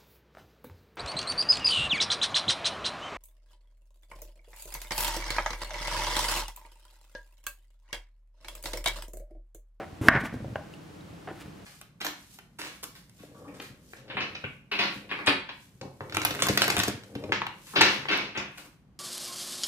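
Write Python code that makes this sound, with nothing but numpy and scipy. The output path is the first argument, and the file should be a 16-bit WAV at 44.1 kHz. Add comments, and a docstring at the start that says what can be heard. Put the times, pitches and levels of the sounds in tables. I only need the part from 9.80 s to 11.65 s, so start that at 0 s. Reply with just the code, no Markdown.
"""Over quiet room rumble and hiss, a last bit of scraping and a soft bump lead into a knife cut.
The blade sinks through a raw potato with a growing wet hiss: random bursts of tiny pops, coloured.
It smacks the board (a noise crack and short ringing tones), overloading a close microphone.
The slice tears free and tumbles off; wet slides, thuds, light taps and small clicks follow.
Late on, the blade scrapes into the next cut. A small kitchen echoes and rings behind it all."""
import sys
import numpy as np
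from scipy import signal
from scipy.fft import rfft, irfft, next_fast_len
from scipy.io import wavfile

SR = 44100
rng = np.random.default_rng(int(sys.argv[2]) if len(sys.argv) > 2 else 0)


def wav_record(signal):
    """Record a signal, one row per channel, as 16-bit PCM in the file named by sys.argv[1]."""
    frames = np.transpose(np.atleast_2d(signal))
    bounded = np.clip(frames, -1, 1)
    # unit amplitude maps onto the largest positive 16-bit level
    quanta = np.round(bounded * 32767).astype(np.int16)
    wavfile.write(sys.argv[1], SR, quanta)


N = 81585  # length in samples

ENTER_S, CHOP_S = 0.2116, 0.2848  # blade enters the potato, blade reaches the board


def amp(db):
    """Turn decibels into a gain."""
    return 10 ** (np.asarray(db) / 20)


def unit(x):
    """Scale a sound to an average (rms) strength of 1."""
    return x / np.sqrt(np.mean(x ** 2) + 1e-20)


def along(points, hz):
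    """Read a curve of (Hz, value) points at any frequency, on a log axis."""
    f, v = np.transpose(points)
    return np.interp(np.log(hz + 1), np.log(f + 1), v)


def since(s):
    """Seconds passed since time s at every sample, zero before it."""
    return np.maximum(np.arange(N) / SR - s, 0)


def filtered(x, response):
    """Multiply each frequency of x by response(hz)."""
    m = next_fast_len(N + SR // 2)  # spare room at the end, so echoes do not wrap round
    return irfft(rfft(x, m) * response(np.fft.rfftfreq(m, 1 / SR)), m)[..., :N]


def ring(s, hz, t60, attack):
    """One tone struck at s: it builds over attack seconds and falls 60 dB in t60 seconds."""
    t = since(s)
    decay = np.exp(-np.log(1000) * t / t60)
    return np.sin(2 * np.pi * hz * t) * decay * (1 - np.exp(-t / attack))


def grains(spectrum, rate):
    """Tiny ruptures at random moments, about rate a second, coloured and scaled to rms 1."""
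    pops = (rng.random(N) < rate / SR) * rng.standard_normal(N)
    return unit(filtered(pops, lambda hz: amp(along(spectrum, hz))))


def stroke(s, length, slope_db, edge):
    """Strength of a rub with soft edges; its level changes by slope_db, passing 0 dB halfway."""
    t = since(s)
    progress = np.minimum(t / length, 1)
    fade_in = 1 - np.exp(-t / edge)
    fade_out = np.exp(-since(s + length) / edge)
    return fade_in * amp(slope_db * (progress - 0.5)) * fade_out


def swells(rows):
    """Smooth bell-shaped rises and falls of strength, one for each (peak_s, level_db, width_s)."""
    return sum(amp(db) * np.exp(-0.5 * ((since(0) - s) / width) ** 2) for s, db, width in rows)


def room_air():
    """Steady room rumble and hiss: noise whose left-right likeness depends on frequency."""
    # colour of the room noise: pitch_hz [Hz], level_db [dB]
    air_colour = [(15, -60), (25, -21.5), (93, -6), (129, -10), (164, -1.5), (253, -14.5), (289, -5),
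                  (410, -14.5), (495, -14), (684, -17), (2010, -25.5), (2770, -27.5), (3260, -29.5),
                  (11500, -41.5), (15500, -46.5)]
    # left-right likeness, 1 = same and 0 = unrelated: pitch_hz [Hz], likeness [no unit]
    likeness = [(60, 0.9), (180, 0.87), (550, 0.04), (1650, 0.097), (4970, 0.49), (15000, -0.01)]

    def response(hz):
        # the angle shares the noise between the middle and the sides
        angle = np.arccos(np.clip(along(likeness, hz), -1, 1)) / 2
        return amp(along(air_colour, hz)) * [np.cos(angle), np.sin(angle)]

    mid, side = filtered(rng.standard_normal((2, N)), response)
    return amp(-47) * unit(np.array([mid + side, mid - side]))  # overall level -47 dB


def scrape_skin():
    """The blade rubs the potato skin: dense tiny ruptures, fading during each scrape."""
    # scrapes: start_s [s], length_s [s], level_db halfway [dB], fade_db over the length [dB]
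    scrapes = [(-.02, 0.065, -38, 10.5), (1.4726, 0.042, -39.5, 4.5)]
    # colour of scraped skin: pitch_hz [Hz], level_db [dB]
    skin = [(100, -20), (300, 1), (450, 0.5), (700, 5), (950, -7), (1500, -3), (2200, -11.5), (3100, -19.5),
            (4500, -30), (14000, -55.5)]
    strength = sum(amp(db) * stroke(s, length, -fade_db, edge=0.0015)
                   for s, length, db, fade_db in scrapes)
    return strength * grains(skin, rate=3000)


def kitchen(x):
    """Near surfaces echo; then a diffuse tail dies, each frequency at its own speed."""
    # near surfaces: delay_s [s], level_db before dulling [dB]
    near_surfaces = [(.0068, -17.5), (.009, -18.5), (0.015, -23.5)]
    # time for the tail to fall 60 dB: pitch_hz [Hz], t60_s [s]
    tail_t60 = [(100, 0.6), (400, .33), (700, 0.41), (1700, 0.48), (4000, 0.47), (12000, 0.175)]
    # colour of the tail: pitch_hz [Hz], level_db [dB]
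    tail_colour = [(80, 0), (300, -1), (700, 0.5), (1100, 2.5), (1600, -3), (2300, -1), (3400, -3.5),
                   (12000, -14)]
    # side of the tail against its middle: pitch_hz [Hz], level_db [dB]
    tail_side = [(80, -54.5), (400, -13), (1500, -21.5), (4000, -0.5), (10000, 10.5)]
    wall_dull_hz, room_build_s, room_db = 3490, 0.0027, -6.5

    def echoes(hz):
        delayed = sum(amp(db) * np.exp(-2j * np.pi * hz * s) for s, db in near_surfaces)
        return delayed / (1 + 1j * hz / wall_dull_hz)  # gentle loss of treble

    early = filtered(x, echoes)
    # shape one second of noise by frequency and time to get the tail
    hz, t, z = signal.stft(rng.standard_normal((2, SR)), SR, nperseg=256)
    decay_db = -60 * t / along(tail_t60, hz)[:, None]
    z = z * amp(decay_db + along(tail_colour, hz)[:, None])
    z = z * (1 - np.exp(-t / room_build_s))
    tail = signal.istft(z, SR, nperseg=256)[1] / np.sqrt(SR / 30)
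    mid, side = amp(room_db) * signal.fftconvolve(x[None], tail, axes=1)[:, :N]
    side = filtered(side, lambda hz: amp(along(tail_side, hz)))
    return early + np.array([mid + side, mid - side])


def bump_board():
    """Soft thuds as hands and pieces bump the board: three low, dying tones each."""
    # thuds: start_s [s], level_db before the mode level [dB], pitch_hz [Hz], t60_s before the share [s]
    thuds = [(0.129, -33.5, 88.5, 0.057), (0.212, -21, 108, 0.13), (.213, -22.5, 296, 0.024),
             (.352, -20, 128.3, 0.09), (0.413, -30.5, 173, 0.14), (.435, -24.5, 264, 0.066),
             (.527, -25.5, 187, 0.042), (0.541, -24.5, 252, 0.061), (0.557, -28.5, 106, 0.11),
             (.603, -28.5, 210, 0.057), (.622, -32, 109.5, 0.23), (.645, -33, 147.4, 0.045),
             (0.656, -27, 111.5, 0.068), (.681, -29, 242, 0.036), (.70, -32.5, 112, 0.25),
             (0.727, -30, 185, .05), (0.76, -34.5, 96, 0.11), (1.305, -39, 110, 0.1),
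             (1.512, -28.5, 348, 0.038), (1.658, -34, 184, 0.031), (1.68, -32.5, 178, 0.046)]
    # tones in each thud: ratio to the pitch [no unit], level_db [dB], share of the t60 [no unit]
    thud_modes = [(1, 1.5, 0.78), (2.4, -4, 0.38), (4.3, -20, 0.363)]
    return sum(amp(db + level) * ring(s, hz * ratio, t60 * share, attack=0.00086)
               for s, db, hz, t60 in thuds for ratio, level, share in thud_modes)


def cut_flesh():
    """Potato cells burst in a dense hiss that grows louder as the blade sinks to the board."""
    # colour of the bursting flesh: pitch_hz [Hz], level_db [dB]
    flesh = [(60, -20.5), (150, 16.5), (400, 12), (900, 3.5), (1700, 0), (2600, -4), (4500, -14.5),
             (8500, -14), (13000, -15.5), (16000, -31)]
    halfway_db, grows_db = -34.5, 9
    strength = stroke(ENTER_S, CHOP_S - ENTER_S, grows_db, edge=0.0013)
    return amp(halfway_db) * strength * grains(flesh, rate=17000)


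def slide_wet():
    """Wet flesh slides along the blade: short swells of tiny ruptures."""
    # slides: peak_s [s], level_db [dB], half_length_s [s]
    slides = [(.345, -57, 0.046), (.41, -45, 0.0064), (.458, -44.5, 0.014), (.545, -54.5, .011),
              (.735, -66, 0.0049), (.76, -59, .006), (.94, -57, 0.0069), (1.585, -57.5, 0.043),
              (1.615, -49.5, 0.0082), (1.67, -64, 0.025)]
    # colour of wet sliding: pitch_hz [Hz], level_db [dB]
    wet = [(200, -11), (700, 3.5), (1800, 6.5), (3500, 2.5), (6000, -4.5), (10000, -6), (15000, -13)]
    return swells(slides) * grains(wet, rate=3500)


def smack_board():
    """The edge smacks the board: a dying noise crack and the short tones of the board."""
    # board under the blade: pitch_hz [Hz], level_db before the lift [dB], t60_s [s]
    board = [(108, -34.5, 0.21), (166, -26.5, 0.026), (257, -12, 0.022), (478, -14.5, 0.014),
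             (660, -16, .03), (905, -24, 0.029), (1156, -10.5, 0.018), (1617, 1, 0.011), (1787, 0.5, 0.01),
             (2087, -13, 0.018), (2612, -14, 0.0088), (2940, -16, 0.0076)]
    # colour of the crack: pitch_hz [Hz], level_db [dB]
    crack_colour = [(100, -25), (300, -3.5), (650, 1), (1700, 0.5), (2800, 1), (5000, -14), (9000, -18),
                    (16000, -29)]
    lift_db = 9.5  # raises the crack and the tones alike
    crack_before_lift_db, crack_t60_s = -21, 0.017
    t = since(CHOP_S)
    crack_strength = amp(crack_before_lift_db - 60 * t / crack_t60_s) * (t > 0)
    crack = crack_strength * grains(crack_colour, rate=25000)
    tones = sum(amp(db) * ring(CHOP_S, hz, t60, attack=0.00097) for hz, db, t60 in board)
    return amp(lift_db) * (crack + tones)


def tear_slice():
    """The slice tears free: swells of tiny ruptures with little high treble."""
    # tears: peak_s [s], level_db [dB], half_length_s [s]
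    tears = [(.354, -24.5, 0.018), (.455, -31.5, 0.0049)]
    # colour of torn flesh: pitch_hz [Hz], level_db [dB]
    torn = [(150, 0), (400, -1.5), (900, -4), (1600, 0), (2200, -1.5), (3000, -18.5), (5000, -32.5),
            (12000, -61)]
    return swells(tears) * grains(torn, rate=3000)


def tap_pieces():
    """Light taps of blade and potato: each rings a set of tones above one pitch."""
    # taps: start_s [s], level_db before mode level and tilt [dB], pitch_hz [Hz], tilt [dB per octave]
    taps = [(.5415, -28, 475, -17), (.6455, -29.5, 553, -10.5), (.713, -45, 557, -11),
            (.7572, -19, 632.6, 0)]
    # tones in each tap: ratio to the pitch [no unit], level_db [dB], t60_s [s]
    tap_modes = [(1, 4, 0.017), (1.26, -8.5, 0.047), (1.63, -11, .035), (2.45, 1, 0.013), (3.4, -20, 0.037),
                 (4.45, -6, 0.0081), (8.5, -28, 0.0072)]
    sound = np.zeros(N)
    for s, db, hz, tilt in taps:
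        for ratio, level, t60 in tap_modes:
            tone_db = db + level + tilt * np.log2(ratio)  # the tilt sets how bright the tap is
            sound += amp(tone_db) * ring(s, hz * ratio, t60, attack=0.0006)
    return sound


def click_pieces():
    """Small clicks as the pieces and the knife are moved: one short high tone each."""
    # clicks: start_s [s], level_db [dB], pitch_hz [Hz]
    clicks = [(0.9381, -35, 2790), (1.208, -44, 3850)]
    return sum(amp(db) * ring(s, hz, 0.012, attack=0.00046) for s, db, hz in clicks)


def scene():
    """Knife work straight ahead, with the kitchen and its air around it."""
    cutting = scrape_skin() + cut_flesh() + slide_wet() + tear_slice()
    knocks = bump_board() + smack_board() + tap_pieces() + click_pieces()
    work = cutting + knocks
    return work + kitchen(work) + room_air()


def record(dry):
    """A bass cut; gain control ducks too late for the smack, which clips; then a treble limit."""
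    low_cut_hz, top_hz = 44.4, 15800
    limit_db, duck_smoothing_s, recover_db_per_s = -0.5, 0.012, 163
    low_cut = signal.butter(2, low_cut_hz, "high", fs=SR, output="sos")
    dry = signal.sosfilt(low_cut, dry)
    loudest_side = np.abs(dry).max(0)
    over_db = np.maximum(20 * np.log10(loudest_side + 1e-9) - limit_db, 0)
    # hold each peak, letting it fall at a steady speed
    recovery_db = recover_db_per_s * since(0)
    held_db = np.maximum.accumulate(over_db + recovery_db) - recovery_db
    # smoothing makes the duck arrive late
    pole = np.exp(-1 / (duck_smoothing_s * SR))
    duck_db = signal.lfilter([1 - pole], [1, -pole], held_db)
    clipped = np.clip(dry * amp(-duck_db), -1, 1)
    return filtered(clipped, lambda hz: hz < top_hz)


dry = scene()
out = record(dry)
wav_record(out)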